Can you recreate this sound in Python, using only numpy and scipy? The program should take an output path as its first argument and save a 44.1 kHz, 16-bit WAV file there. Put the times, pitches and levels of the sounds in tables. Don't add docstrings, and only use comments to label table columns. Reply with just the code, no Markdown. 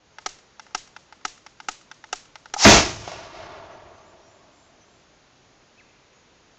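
import sys
import numpy as np
from scipy import signal
from scipy.fft import rfft, irfft, next_fast_len
from scipy.io import wavfile

SR = 44100
rng = np.random.default_rng(int(sys.argv[2]) if len(sys.argv) > 2 else 0)


def wrap_up_sound(samples):
    columns = np.atleast_2d(samples).T
    tamed = np.clip(columns, -1, 1)
    steps = np.round(tamed * 32767).astype(np.int16)
    wavfile.write(sys.argv[1], SR, steps)


N = 290574
TIME = np.arange(N) / SR

# (frequency [Hz], level [dB])
AIR_COLOUR = [(15, -34), (25, -8), (145, -4), (180, -6), (340, -5), (554, -7), (924, -9), (1150, -10),
              (1500, -11.5), (5750, -17.5), (6820, -15.5), (8500, -42.5), (11000, -76.5), (18700, -120)]
# (time [s], level [dB])
CATCHES = [(0.1843, -19.5), (.6655, -31), (1.1245, -24.5), (1.6016, -18.5), (2.0400, -20.5),
           (2.4572, -22.5)]
# (time [s], level [dB])
SPARKS = [(0.2618, -9), (0.7486, -9), (1.2515, -9.5), (1.6863, -9), (2.1288, -9), (2.5392, -10)]
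# (time [s], level [dB])
RELEASES = [(0.5954, -25), (0.9635, -24.5), (1.4634, -24), (1.9138, -24), (2.3557, -24.5)]
# (time after the stroke [s], relative level [dB])
HAMMER_CONTACTS = [(-.0024, -13.5), (-.0003, 0.5), (.0034, -6)]
# (time after the stroke [s], relative level [dB])
BUTTON_CONTACTS = [(0, 1.5), (.0034, -7.5)]
# (frequency [Hz], level under the hammer [dB], level under the button [dB], t60 [s])
CHAMBER_MODES = [(296, -32, -49, .07), (395, -24, -37, .05), (645, -28.5, -23.5, 0.022),
                 (738, -15.5, -31, 0.043), (873, -16.5, -15, 0.033), (1258, -11.5, -15.5, 0.031),
                 (1453, -19.5, -15.5, 0.023), (1590, -19, -17.5, 0.026), (1910, -24.5, -21.5, 0.022),
                 (2060, -21.5, -23.5, 0.039), (2840, -17.5, -20.5, .02), (4700, -24, -21.5, 0.015),
                 (5300, -19.5, -21, 0.015), (5610, -17, -15, .014), (6090, -16.5, -22, 0.0097),
                 (7000, -20.5, -32.5, 0.011)]
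# (frequency [Hz], level [dB])
RATTLE_COLOUR = [(200, -29), (700, -9), (1400, -2.5), (2500, -6), (4000, -5), (5600, -5), (7200, -2.5),
                 (9000, -4)]
# (frequency [Hz], level [dB])
SCATTER_COLOUR = [(200, -14), (800, -5), (2000, -3), (4000, -0.5), (5500, 0), (7200, 1), (9000, -1.0)]
# (frequency [Hz], level [dB], t60 [s])
IGNITION_MODES = [(378.6, -40, .06), (820, -27, 0.041), (1270, -34, 0.039)]
# (frequency [Hz], level [dB])
LEAK_COLOUR = [(60, -21), (300, -15), (600, -9), (850, 0), (1300, -5.5), (2500, -5), (3600, -4.5),
               (5400, 4.5), (7000, -1), (9000, -8)]
# (time [s], level [dB])
BLASTS = [(2.6500, 4.5), (2.748, -24), (2.769, -13)]
# (frequency [Hz], level [dB])
BLAST_COLOUR = [(60, -19.5), (300, -1), (900, -1), (2200, -2.0), (4000, -14.5), (9000, -29)]
# (frequency [Hz], level [dB])
ROAR_COLOUR = [(25, -8), (50, 0), (110, -4), (160, -7), (220, -2), (320, 0), (420, -1.5), (520, -6.5),
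               (660, -2), (1000, -5.5), (1850, -10), (2500, -7.5), (3600, -10.5), (6300, -7.5),
               (9000, -18.5)]
# (frequency [Hz], level [dB], t60 [s])
BARREL_MODES = [(46, -16, 0.45), (69, -18.5, 0.56), (110.6, -20, .3), (209.3, 3.5, .2), (290.7, 1, 0.15),
                (335.7, -3, 0.19), (407, -5.5, 0.15), (669, -3.5, 0.34), (948.6, -9, 0.35),
                (1420, -8.5, 0.25)]
# (frequency [Hz], level [dB])
RUMBLE_COLOUR = [(20, -19.5), (60, -8.5), (105, -2.0), (180, -9.5), (500, -40)]
# (arrival time [s], rise [s], hold [s], level [dB], t60 [s])
SLOPES = [(2.993, 0.087, 0.12, -38, 1.46), (3.293, 0.083, 0.14, -38, 4.53)]
# (frequency [Hz], level [dB])
FOREST_COLOUR = [(25, -13), (95, -6), (170, -15), (370, -5), (480, -9), (660, 2), (820, -4), (1100, -3),
                 (1550, -9), (2600, -10), (4000, -11.5), (5500, -11.5), (7000, -14.5), (8500, -26)]
# (time [s], level [dB])
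SLAPS = [(3.0770, -24), (3.1168, -25), (3.1330, -30), (3.159, -32), (3.980, -45)]
# (frequency [Hz], level [dB])
SLAP_COLOUR = [(200, -37), (500, 0), (700, 5.5), (1200, -9), (3000, -14.0), (8000, -20)]
# (time of the middle [s], frequency [Hz], length [s], level [dB])
PEEPS = [(3.737, 6100, .06, -64), (3.998, 6280, .12, -68), (4.09, 7100, .12, -67), (4.266, 5650, .14, -66),
         (4.33, 7150, 0.19, -67.5), (4.616, 7260, 0.24, -66), (4.825, 6040, 0.057, -63),
         (4.944, 7300, 0.21, -70), (6.177, 6660, 0.12, -68)]
# (frequency [Hz], level [dB])
CHIP_ECHO_COLOUR = [(1500, -17.5), (2200, -5), (2520, -3.0), (2900, -12)]

AIR_DB, AIR_RISE_S = -57.5, 0.075
COCK_LEAD_S, COCK_DB = 0.04, -41
CATCH_TREBLE_DB, COCK_TREBLE_DB, SPARK_TREBLE_DB, RELEASE_TREBLE_DB = -9, -6, 0.35, -1.3
SHED_S, FENCE_S = .029, .126
IGNITION_S, SHOT_S = 2.5638, 2.650
LEAK_DB, LEAK_POWER, LEAK_T60_S = -13, 1.45, .045
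SPURT_LEAD_S, SPURT_RISE_S, SPURT_DB = .012, .005, -16
ROAR_DB, ROAR_HOLD_S, ROAR_T60_S = -1.7, .052, .39
YARD_DB, YARD_T60_S = -17.5, 0.87
BARREL_NOTE_HZ = 128
PUFF_LAG_S, PUFF_DB, PUFF_HZ, PUFF_T60_S = .014, 2, 100, .03
RUMBLE_DB, RUMBLE_RISE_S, RUMBLE_T60_S = -40.5, 0.22, 1.48
CHIP_S, CHIP_RISE_S, CHIP_HOLD_S, CHIP_T60_S = 5.768, .026, 0.012, 0.081
CHIP_TOP_HZ, CHIP_UP_OCT_PER_S, CHIP_DOWN_OCT_PER_S, CHIP_DB = 2600, 4, 27.3, -54
CUTOFF_HZ = 15752


def from_db(db):
    return 10 ** (np.asarray(db) / 20)


def cut(x, hz, kind, order=2):
    return signal.sosfilt(signal.butter(order, hz, kind, fs=SR, output="sos"), x + 1e-18)


def zero_phase_low(x, hz, order):
    return signal.sosfiltfilt(signal.butter(order, hz, fs=SR, output="sos"), x)


def noise(colour):
    size = next_fast_len(N)
    hz, db = np.transpose(colour)
    bins = np.maximum(np.fft.rfftfreq(size, 1 / SR), 1)
    gain = from_db(np.interp(np.log(bins), np.log(hz), db))
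    x = irfft(rfft(rng.standard_normal(size)) * gain, size)[:N]
    return x / np.std(x)


def fade(start, t60):
    return (TIME >= start) * from_db(-60 * np.clip((TIME - start) / t60, 0, 4))


def swell(start, rise_s, hold_s, t60):
    age = TIME - start
    return np.clip(age / rise_s, 0, 1) * from_db(-60 * np.clip((age - rise_s - hold_s) / t60, 0, 4))


def flutter(rate_hz, depth_db):
    slow = cut(rng.standard_normal(N), rate_hz, "low")
    return from_db(depth_db * slow / np.std(slow))


def taps(times, sizes):
    out = np.zeros(N)
    np.add.at(out, np.round(np.asarray(times) * SR).astype(int), sizes)
    return out


def ring(force, hz, t60):
    radius = from_db(-60 / (t60 * SR))
    angle = 2 * np.pi * hz / SR
    return signal.lfilter([0, np.sin(angle)], [1, -2 * radius * np.cos(angle), radius ** 2], force + 1e-18)


def linger(force, t60):
    return signal.lfilter([1], [1, -from_db(-60 / (t60 * SR))], force + 1e-18)


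def open_air():
    return from_db(AIR_DB) * (1 - np.exp(-TIME / AIR_RISE_S) / 2) * noise(AIR_COLOUR)


def clicks(strokes, contacts, mode_dbs, rattle_db, rattle_t60, rattle_edge_hz, low_hz, vary_db, light_db=7):
    stroke_s, stroke_db, treble_db = np.transpose(strokes)
    lag, contact_db = np.transpose(contacts)
    times = (stroke_s[:, None] + lag).ravel()
    level = (stroke_db[:, None] + contact_db).ravel()
    bright = np.repeat(treble_db, len(lag))
    glancing = np.tile(contact_db < contact_db.max(), len(stroke_s))
    rattle_force = taps(times, from_db(level + bright + rattle_db))
    out = cut(noise(RATTLE_COLOUR), rattle_edge_hz, "low") * linger(rattle_force, rattle_t60)
    for k, ((hz, _, _, t60), mode_db) in enumerate(zip(CHAMBER_MODES, mode_dbs)):
        strength = level + mode_db + bright * hz / 5000
        strength += vary_db * rng.standard_normal(len(times))
        strength -= glancing * light_db * max(0, np.log2(2500 / hz))
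        polarity = (-1) ** (k // 2)
        out += polarity * ring(taps(times, from_db(strength)), hz, t60)
    return cut(out, low_hz, "high")


def yard(x, scatter_db, t60, build_s, shed_db, fence_db):
    spread = fade(0, t60) ** 2 * (1 - np.exp(-(TIME / build_s) ** 4))
    energy = np.maximum(signal.fftconvolve(x ** 2, spread / spread.sum())[:N], 0)
    scatter = noise(SCATTER_COLOUR) * np.sqrt(energy)
    shed = cut(taps([SHED_S], from_db(shed_db)), 5400, "high")
    fence = cut(taps([FENCE_S], from_db(fence_db)), 1200, "high")
    return x + from_db(scatter_db) * scatter + signal.fftconvolve(x, shed + fence)[:N]


def igniter():
    _, hammer_dbs, button_dbs, _ = np.transpose(CHAMBER_MODES)
    strikes = [(s, db, SPARK_TREBLE_DB) for s, db in SPARKS]
    touches = [(s, db, CATCH_TREBLE_DB) for s, db in CATCHES]
    touches += [(s - COCK_LEAD_S, COCK_DB, COCK_TREBLE_DB) for s, _ in SPARKS]
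    touches += [(s, db, RELEASE_TREBLE_DB) for s, db in RELEASES]
    hammer = clicks(strikes, HAMMER_CONTACTS, hammer_dbs, rattle_db=-10.5, rattle_t60=0.029,
                    rattle_edge_hz=9200, low_hz=240.2, vary_db=1.56)
    button = clicks(touches, BUTTON_CONTACTS, button_dbs, rattle_db=-2.5, rattle_t60=0.024,
                    rattle_edge_hz=3700, low_hz=550, vary_db=2.0)
    return yard(hammer + button, scatter_db=-11.5, t60=0.37, build_s=.024, shed_db=-13.5, fence_db=-29)


def offset_bump(level_db, hz, t60):
    s, db = np.transpose(SPARKS)
    return ring(taps(s, from_db(db + level_db)), hz, t60) * flutter(rate_hz=30, depth_db=2.5)


def ignition_pop(push_t60, pop_db):
    push = linger(taps([IGNITION_S], 0.91), push_t60)
    pop = sum(from_db(db) * ring(push, hz, t60) for hz, db, t60 in IGNITION_MODES)
    return from_db(pop_db) * cut(pop / np.sqrt(push.sum()), [620, 1300], "band")


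def gas_leak(burn_db):
    burnt = np.clip((TIME - IGNITION_S) / (SHOT_S - IGNITION_S), 0, 1)
    release = np.where(TIME < SHOT_S, 1, fade(SHOT_S, LEAK_T60_S))
    pressure = from_db(LEAK_DB) * burnt ** LEAK_POWER * release
    spurt = swell(SHOT_S - SPURT_LEAD_S, SPURT_RISE_S, SPURT_LEAD_S - SPURT_RISE_S, LEAK_T60_S)
    pressure += from_db(SPURT_DB) * spurt
    hum = cut(rng.standard_normal(N), [760, 920], "band")
    return pressure * (noise(LEAK_COLOUR) + from_db(burn_db) * hum)


def shock_wave(shock_db, shock_s):
    age = np.maximum(TIME - SHOT_S, 0) / shock_s
    return -from_db(shock_db) * (TIME >= SHOT_S) * (1 - age) * np.exp(-np.minimum(age, 50))


def blast(t60):
    s, db = np.transpose(BLASTS)
    return noise(BLAST_COLOUR) * linger(taps(s, from_db(db)), t60)


def hollow(x, depth_db, below_hz):
    round_trip = round(SR / (2 * BARREL_NOTE_HZ))
    low = zero_phase_low(x, below_hz, order=2)
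    returned = from_db(depth_db) * np.pad(low, (round_trip, 0))[:N]
    return x - low + (low - returned) / np.hypot(1, from_db(depth_db))


def jet_roar(rise_s):
    jet = from_db(ROAR_DB) * swell(SHOT_S, rise_s, ROAR_HOLD_S, ROAR_T60_S)
    scatter = from_db(YARD_DB) * fade(SHOT_S, YARD_T60_S)
    envelope = np.hypot(jet, scatter)
    turbulence = hollow(noise(ROAR_COLOUR), depth_db=-14, below_hz=3500)
    return envelope * turbulence * flutter(rate_hz=51, depth_db=1.0)


def barrel_slosh(lag_s):
    swing = taps([SHOT_S + lag_s], 1)
    return sum((-1) ** k * from_db(db) * ring(swing, hz, t60)
               for k, (hz, db, t60) in enumerate(BARREL_MODES))


def muzzle_puff():
    return -ring(taps([SHOT_S + PUFF_LAG_S], from_db(PUFF_DB)), PUFF_HZ, PUFF_T60_S)


def shot(shock_db, shock_s, blast_t60, slosh_s):
    bang = shock_wave(shock_db, shock_s) + blast(blast_t60) + jet_roar(shock_s)
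    return bang + barrel_slosh(slosh_s) + muzzle_puff()


def ground_rumble():
    return from_db(RUMBLE_DB) * swell(SHOT_S, RUMBLE_RISE_S, 0, RUMBLE_T60_S) * noise(RUMBLE_COLOUR)


def forest_echo(loss_db_per_khz_s):
    rest = hollow(noise(FOREST_COLOUR), depth_db=-10.5, below_hz=3200)
    trees = 0
    path_s = np.maximum(TIME - SLAPS[0][0], 0)
    for hz in 500 * np.sqrt(2) ** np.arange(10):
        band = zero_phase_low(rest, hz, order=4)
        rest = rest - band
        trees = trees + band * from_db(-loss_db_per_khz_s * path_s * hz / 1e3)
    clumps = flutter(rate_hz=34, depth_db=1.0)
    power = sum((from_db(db) * swell(s, rise, hold, t60)) ** 2 for s, rise, hold, db, t60 in SLOPES)
    return trees * clumps * np.sqrt(power)


def building_slaps(t60):
    s, db = np.transpose(SLAPS)
    bursts = noise(SLAP_COLOUR) * linger(taps(s, from_db(db)), t60)
    note = ring(taps(s, from_db(db - 5.0)), hz=672, t60=0.035)
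    return from_db(-4.5) * bursts + note


def whistle(hz, waver):
    wobble = cut(rng.standard_normal(N), 153, "low")
    unsteady_hz = hz * (1 + waver * wobble / np.std(wobble))
    return np.sqrt(2) * np.sin(2 * np.pi * np.cumsum(unsteady_hz) / SR)


def far_peeps():
    out = np.zeros(N)
    for middle_s, hz, length, db in PEEPS:
        window = np.cos(np.pi * np.clip((TIME - middle_s) / length, -.5, .5))
        out += whistle(hz, waver=.016) * from_db(db) * window
    return out


def near_chip(echo_db=-9, echo_t60=2.0):
    past_top = TIME - CHIP_S - CHIP_RISE_S
    octaves = np.minimum(CHIP_UP_OCT_PER_S * past_top, -CHIP_DOWN_OCT_PER_S * past_top)
    tone = whistle(CHIP_TOP_HZ * 2 ** octaves, waver=0.0316)
    chip = tone * from_db(CHIP_DB) * swell(CHIP_S, CHIP_RISE_S, CHIP_HOLD_S, CHIP_T60_S)
    trees = noise(CHIP_ECHO_COLOUR) * fade(SHED_S, echo_t60)
    return chip + from_db(echo_db) * signal.fftconvolve(chip, trees / np.linalg.norm(trees))[:N]


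def scene():
    presses = igniter() + offset_bump(level_db=-33, hz=17, t60=0.19)
    burning = ignition_pop(push_t60=.0006, pop_db=3.0) + gas_leak(burn_db=4)
    bang = shot(shock_db=7.5, shock_s=0.00032, blast_t60=0.13, slosh_s=.008)
    echoes = ground_rumble() + forest_echo(loss_db_per_khz_s=5.0) + building_slaps(t60=0.047)
    birds = far_peeps() + near_chip()
    return (open_air() + presses + burning + bang + echoes + birds)[None]


def record(dry, top=0.62):
    overloaded = top * dry / (top ** 4 + dry ** 4) ** (1 / 4)
    narrow = cut(cut(overloaded, 7230, "low", order=12), 8800, "low", order=8)
    excess = narrow - np.clip(narrow, -.69, .69)
    soft_excess = zero_phase_low(excess, 8000, order=4)
    flattened = narrow - (excess + soft_excess) / 2
    return cut(flattened, CUTOFF_HZ, "low", order=24)


dry = scene()
out = record(dry)
wrap_up_sound(out)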